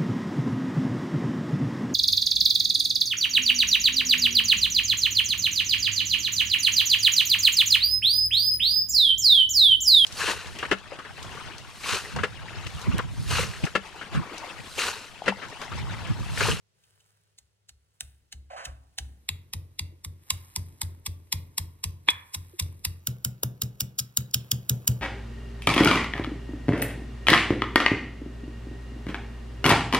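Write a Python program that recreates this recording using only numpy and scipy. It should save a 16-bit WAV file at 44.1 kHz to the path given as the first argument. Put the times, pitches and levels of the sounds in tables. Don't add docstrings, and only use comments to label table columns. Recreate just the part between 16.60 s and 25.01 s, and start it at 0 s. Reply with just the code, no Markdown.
import sys
import numpy as np
from scipy import signal
from scipy.fft import rfft, irfft, next_fast_len
from scipy.io import wavfile

SR = 44100
rng = np.random.default_rng(int(sys.argv[2]) if len(sys.argv) > 2 else 0)


def generate_wav(signal):
    frames = np.transpose(np.atleast_2d(signal))
    scaled = np.clip(frames, -1, 1) * 32767
    pcm = np.round(scaled).astype(np.int16)
    wavfile.write(sys.argv[1], SR, pcm)


N = 370881

# start in seconds, factor that raises an event's pitch and shortens its decay.
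SPEED_STEPS = [(0, .775), (2.58, 1), (6.4, 1.4)]

# frequency in Hz, level in dB.
HISS_SPECTRUM = [(25, -24), (60, -11), (100, -6.5), (170, -12), (260, -31), (420, -16.5), (800, -27.5),
                 (3000, -26.5), (6000, -28.5), (16000, -44)]
# time in seconds, level in dB.
HISS_LEVELS = [(0, -76), (.26, -71), (1, -77), (2.6, -72)]
# frequency in Hz, t60 in seconds.
ROOM_T60 = [(80, .3), (300, .5), (1000, 0.69), (3000, 0.35), (8000, 0.24), (16000, 0.44)]
# frequency in Hz, lead of the left in radians.
PORT_PHASE = [(0, 0), (300, -.7), (1000, -1.4), (1400, -3.1), (2000, -5.7), (3000, -4.2), (3900, -5.5),
              (4300, -8.6), (4800, -10.4), (6500, -9.4), (9000, -7.2), (10500, -6.3), (12000, -6.1),
              (15000, -3.6), (22000, -.3)]
# frequency in Hz, left minus right in dB.
PORT_BALANCE = [(60, -0.5), (110, 1.5), (200, 2.5), (380, -0.5), (700, 0), (1290, -5.5), (2380, -0.5),
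                (4400, -0.5), (8120, 0.0), (15000, 0.5)]

# frequency in Hz, level in dB.
SALT_SPECTRUM = [(300, -14), (1000, 4.5), (2500, -0.5), (4500, -3.5), (9000, -1), (13000, -0.5),
                 (20000, -14.5)]
# start in seconds, length in seconds, level in dB.
SALT_SLIDES = [(.13, .35, -72), (3.6, .38, -62), (5.42, .6, -66), (7.7, .7, -67)]
# start in seconds, length in seconds, hollow body in dB, grit in dB.
PESTLE_SCRAPES = [(1.899, .045, -39, -47), (1.961, 0.045, -45.5, -38), (2.019, 0.055, -48, -45.5)]
# frequency in Hz, width in Hz, level in dB.
SCRAPE_MODES = [(717, 91, -1), (950, 150, 2), (1050, 50, -10)]
# frequency in Hz, level in dB.
GRIT_SPECTRUM = [(500, -25), (1400, -1), (2300, -6.5), (3200, -10), (4500, -19), (9000, -23), (14000, -35),
                 (20000, -67)]
# start in seconds, level in dB.
PESTLE_TICKS = [(.239, -68), (.406, -68), (4.232, -43), (6.025, -46), (7.035, -41), (7.216, -35),
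                (7.388, -28.5), (7.399, -29), (7.712, -54)]
# start in seconds, pitch in Hz, width in Hz, level in dB.
FOOT_KNOCKS = [(3.323, 323, 59.6, -57), (5.489, 300, 260, -39.5), (5.934, 350, 50, -50),
               (6.834, 315, 260, -35.5), (6.835, 743, 354, -44)]
# frequency in Hz, level in dB, t60 in seconds.
BARE_MODES = [(977, -12, 0.02), (1340, -9, .012), (1730, -4, .012), (2390, 5.5, 0.0078), (2560, -14, 0.049),
              (3392, -3, .056), (3660, -15.5, 0.036)]
# frequency in Hz, level in dB.
SNAP_SPECTRUM = [(100, -17), (400, -7), (650, -11.5), (950, -5.5), (1300, -7), (1800, -8), (2600, -3.5),
                 (4000, -3.5), (5000, -14), (14000, -33.5)]

# start in seconds, then food crack, stone clack, worktop thud and cushion
# (crushing over stone contact), all in dB.
PESTLE_STROKES = [(.787, -54, -70, -65, 6), (1.093, -52, -62, -55, 4), (1.408, -37, -45, -44, -12),
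                  (1.727, -46, -51, -39, 2), (2.055, -41, -44, -36, 20), (2.386, -36, -40, -33, -1),
                  (2.690, -33, -30, -32, -8), (2.936, -36, -40, -30, -1), (3.194, -35, -33, -30, 7),
                  (3.448, -39, -45, -33, 8), (3.705, -25, -29, -31, -5), (3.962, -30, -40, -28, 0),
                  (4.217, -30, -37, -27, 2), (4.465, -33, -38, -29, 18), (4.727, -27, -30, -27, 4),
                  (4.982, -27, -34, -29, 3), (5.241, -30, -36, -28, 7), (5.505, -34, -38, -42, 20),
                  (5.748, -32, -38, -33, 40), (5.998, -28, -33, -25, 12), (6.252, -28, -33, -29, 16),
                  (6.472, -25, -33, -25, -4), (6.649, -24, -33, -26, -1), (6.834, -25, -35, -24, -1),
                  (7.020, -26, -32, -25, 2), (7.207, -25, -30, -28, 15), (7.393, -26, -32, -33, 28),
                  (7.573, -21, -28, -26, 8), (7.744, -22, -23, -26, 13), (7.917, -23, -26, -23, 3),
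                  (8.096, -22, -30, -19, -2), (8.278, -19, -27, -17, 3)]
# frequency in Hz, level in dB.
CRACK_SPECTRUM = [(150, -21), (600, -21), (1500, -18.5), (3500, -20), (5300, 3.5), (6500, -2), (8000, 2),
                  (10000, -3), (12500, -4.5), (15000, -10), (20000, -14)]
# frequency in Hz, width in Hz, level in dB.
BOWL_MODES = [(893, 73, 0.5), (1029, 80, 5.5), (1224, 260, -9)]
# time in seconds, dB over the crack.
BOWL_LEVELS = [(1.4, -24), (2.4, -13), (5.3, -13), (6.5, -19.5), (8.3, -24.5)]
# frequency in Hz, width in Hz, level in dB.
RIM_MODES = [(1807, 480, -10), (2102, 300, 1.5), (2769, 320, -1)]
# frequency in Hz, width in Hz, level in dB.
PESTLE_MODES = [(3362, 410, -1), (3863, 260, 4), (4660, 390, -1)]
# frequency in Hz, level in dB, t60 in seconds, delay in seconds.
WORKTOP_MODES = [(58.7, -4, 0.16, .0244), (87.24, 2.5, 0.4, .0137), (102.84, -10.5, 0.47, 0.0094),
                 (134.4, -14, 0.5, .008), (158.9, -16, .42, 0.0046), (206.6, -22.5, 0.27, 0.0015),
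                 (323, -26.5, 0.16, .002)]

LEAD_SAMPLES = round(.03 * SR)
EVENT_S = (np.arange(round(.5 * SR)) - LEAD_SAMPLES) / SR
AFTER_S = np.maximum(EVENT_S, 0)
SCENE_S = np.arange(N) / SR


def amp(db):
    return 10 ** (np.asarray(db) / 20)


def fade(t_s, t60_s):
    return np.exp(-np.log(1000) * t_s / t60_s)


def norm(x):
    return x * np.sqrt(.02 * SR / np.sum(x ** 2))


def along(points, hz):
    point_hz, values = np.transpose(points)
    return np.interp(np.log(hz + 1), np.log(point_hz + 1), values)


def filtered(x, response):
    n = x.shape[-1]
    padded = next_fast_len(n + 2048, True)
    return irfft(rfft(x, padded) * response(np.fft.rfftfreq(padded, 1 / SR)), padded)[..., :n]


def coloured(x, spectrum):
    return filtered(x, lambda hz: amp(along(spectrum, hz)))


def resonate(x, modes):
    return sum((-1) ** k * amp(db) * signal.lfilter(*signal.iirpeak(hz, hz / width_hz, SR), x)
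               for k, (hz, width_hz, db) in enumerate(modes))


def grains(spread_db, size=len(EVENT_S)):
    strength = np.repeat(rng.standard_normal(size // 12 + 1), 12)[:size]
    return rng.standard_normal(size) * amp(spread_db * strength)


def stereo(pair, side_db):
    mid, side = pair
    return mid + amp(side_db) * np.array([side, -side])


def room_tone(hum_hz=102.3, hum_db=-76):
    hiss = stereo(coloured(rng.standard_normal((2, N)), HISS_SPECTRUM), side_db=-2)
    hiss_db = np.interp(SCENE_S, *np.transpose(HISS_LEVELS))
    hum = np.sqrt(2) * np.sin(2 * np.pi * hum_hz * SCENE_S)
    return amp(hiss_db) * hiss / hiss.std() + amp(hum_db) * hum


def room_answer(x, near_db=-7, near_t60_s=.048, far_db=-12):
    size = SR // 3
    noise = rng.standard_normal((2, 2, size))
    near = noise[0] * fade(np.arange(size) / SR, near_t60_s)
    hz, t_s, bands = signal.stft(noise[1], SR, nperseg=256)
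    bands = bands * fade(t_s, along(ROOM_T60, hz)[:, None]) * (t_s > 0)
    far = signal.istft(bands, SR, nperseg=256)[1][:, :size]
    impulse = sum(.5 * amp(db) * tail / np.linalg.norm(tail[0])
                  for db, tail in ((near_db, near), (far_db, far)))
    return signal.fftconvolve(x[None], stereo(impulse, side_db=-5), axes=1)[:, :len(x)]


def place(out, start_s, sound, thud=0):
    speed = [factor for from_s, factor in SPEED_STEPS if start_s >= from_s][-1]
    pair = signal.resample(sound + room_answer(sound) + thud, round(len(EVENT_S) / speed), axis=1)
    at = round(start_s * SR - LEAD_SAMPLES / speed)
    out[:, at:at + pair.shape[1]] += pair[:, :N - at]


def ports(x):
    out, sides = np.zeros_like(x), np.array([[.5], [-.5]])
    for start_s, speed in SPEED_STEPS:
        def response(hz):
            phase_rad = sides * np.interp(hz / speed, *np.transpose(PORT_PHASE))
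            return np.exp(1j * phase_rad) * amp(sides * along(PORT_BALANCE, hz / speed))
        at = round(start_s * SR)
        out[:, at:] = filtered(x, response)[:, at:]
    return out


def rustle(base_db=-70, ref_crack_db=-28, db_per_db=.7, slide_rise_s=.12, slide_t60_s=1.2):
    stroke_s, crack_db = np.transpose(PESTLE_STROKES)[:2]
    gain = amp(base_db + db_per_db * (np.interp(SCENE_S, stroke_s, crack_db) - ref_crack_db))
    for start_s, length_s, db in SALT_SLIDES:
        rise = np.clip((SCENE_S - start_s) / slide_rise_s, 0, 1)
        gain += amp(db) * rise * fade(np.maximum(SCENE_S - start_s - length_s, 0), slide_t60_s)
    grit = coloured(grains(spread_db=6, size=N), SALT_SPECTRUM)
    return gain * grit / grit.std()


def scraping(out, rise_s=.0054, t60_s=.18):
    first_speed = SPEED_STEPS[0][1]
    for start_s, length_s, body_db, grit_db in PESTLE_SCRAPES:
        release = fade(np.maximum(EVENT_S - length_s * first_speed, 0), t60_s)
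        slips = grains(spread_db=-2) * np.clip(EVENT_S / rise_s, 0, 1) * release
        body = amp(body_db) * norm(resonate(slips, SCRAPE_MODES))
        grit = amp(grit_db) * norm(coloured(slips, GRIT_SPECTRUM))
        place(out, start_s, body + grit)


def force(cushion_db, base_rise_s=.0024, fall_s=.003, snap_s=.00012, grind_s=.0008, grind_db=-2):
    rise_s = base_rise_s * amp(.15 * cushion_db)
    crush = grains(spread_db=3.5) * np.exp(np.minimum(EVENT_S, 0) / rise_s - AFTER_S / fall_s)
    snap = rng.standard_normal(len(EVENT_S)) * np.exp(-np.abs(EVENT_S) / snap_s)
    grind = rng.standard_normal(len(EVENT_S)) * np.exp(-AFTER_S / grind_s) * (EVENT_S > 0)
    return norm(norm(snap) + amp(grind_db) * norm(grind)) + amp(cushion_db) * norm(crush)


def foot_knocks(out):
    for start_s, hz, width_hz, db in FOOT_KNOCKS:
        mode = [(hz, width_hz, 0)]
        knock = resonate(resonate(force(cushion_db=8), mode), mode)
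        place(out, start_s, amp(db) * norm(knock))


def pestle_ticks(out):
    for start_s, db in PESTLE_TICKS:
        push = force(cushion_db=7)
        tick = norm(resonate(push, PESTLE_MODES)) + norm(coloured(push, CRACK_SPECTRUM))
        place(out, start_s, amp(db) * norm(tick))


def bare_clack(out, start_s=5.4865, ring_db=-14.8, snap_db=-25, attack_s=.0003):
    ring = sum((-1) ** k * amp(db) * np.sin(2 * np.pi * hz * AFTER_S) * fade(AFTER_S, t60_s)
               for k, (hz, db, t60_s) in enumerate(BARE_MODES))
    ring *= 1 - np.exp(-AFTER_S / attack_s)
    snap = coloured(force(cushion_db=-5.5, base_rise_s=.005, fall_s=.0098), SNAP_SPECTRUM)
    place(out, start_s, amp(ring_db) * norm(ring) + amp(snap_db) * norm(snap))


def worktop(swell_s=.0063, rattle_db=-13, rattle_t60_s=1.0):
    thud = 0
    for hz, db, t60_s, delay_s in WORKTOP_MODES:
        t_s = np.maximum(EVENT_S - delay_s, 0)
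        jitter_db, detune = rng.standard_normal(2) * [1.2, .008]
        envelope = fade(t_s, t60_s) * (1 - np.exp(-t_s / swell_s))
        thud += amp(db + jitter_db) * np.sin(2 * np.pi * hz * (1 + detune) * t_s) * envelope
    spectrum = [(20, -24), (45, 1), (120, -7), (200, -12.5), (330, -13), (600, -25), (1500, -49)]
    rattle = coloured(rng.standard_normal((2, len(EVENT_S))), spectrum)
    rattle = norm(rattle * fade(AFTER_S, rattle_t60_s) * (1 - np.exp(-AFTER_S / swell_s)))
    return norm(thud) + amp(rattle_db) * stereo(rattle, side_db=-11.5)


def crunch(t60_s=.12, crumb_db=-4, crumb_t60_s=.22):
    dense = norm(grains(spread_db=3) * fade(AFTER_S, t60_s) * (EVENT_S > 0))
    crumbs = norm(grains(spread_db=9) * fade(AFTER_S, crumb_t60_s) * (EVENT_S > .01))
    return coloured(dense + amp(crumb_db) * crumbs, SALT_SPECTRUM)


def pounding(out, crunch_db=-18, rim_over_clack_db=-4.5):
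    for start_s, crack_db, clack_db, thud_db, cushion_db in PESTLE_STROKES:
        push = force(cushion_db)
        bowl_db = crack_db + np.interp(start_s, *np.transpose(BOWL_LEVELS))
        rim_db = clack_db + rim_over_clack_db
        parts = (bowl_db, BOWL_MODES), (rim_db, RIM_MODES), (clack_db, PESTLE_MODES)
        stone = sum(amp(db) * norm(resonate(push, modes)) for db, modes in parts)
        food = amp(crack_db) * (norm(coloured(push, CRACK_SPECTRUM)) + amp(crunch_db) * crunch())
        place(out, start_s, stone + food, amp(thud_db) * worktop())


def scene():
    out = room_tone() + rustle()
    for source in (pounding, bare_clack, pestle_ticks, foot_knocks, scraping):
        source(out)
    return ports(out)


def record(dry, ceiling=.85, low_hz=28, top_hz=15900):
    rounded = dry / (1 + (dry / ceiling) ** 8) ** (1 / 8)
    return filtered(rounded, lambda f: f ** 3 / (f ** 3 + low_hz ** 3) / np.sqrt(1 + (f / top_hz) ** 160))


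dry = scene()
out = record(dry)
generate_wav(out)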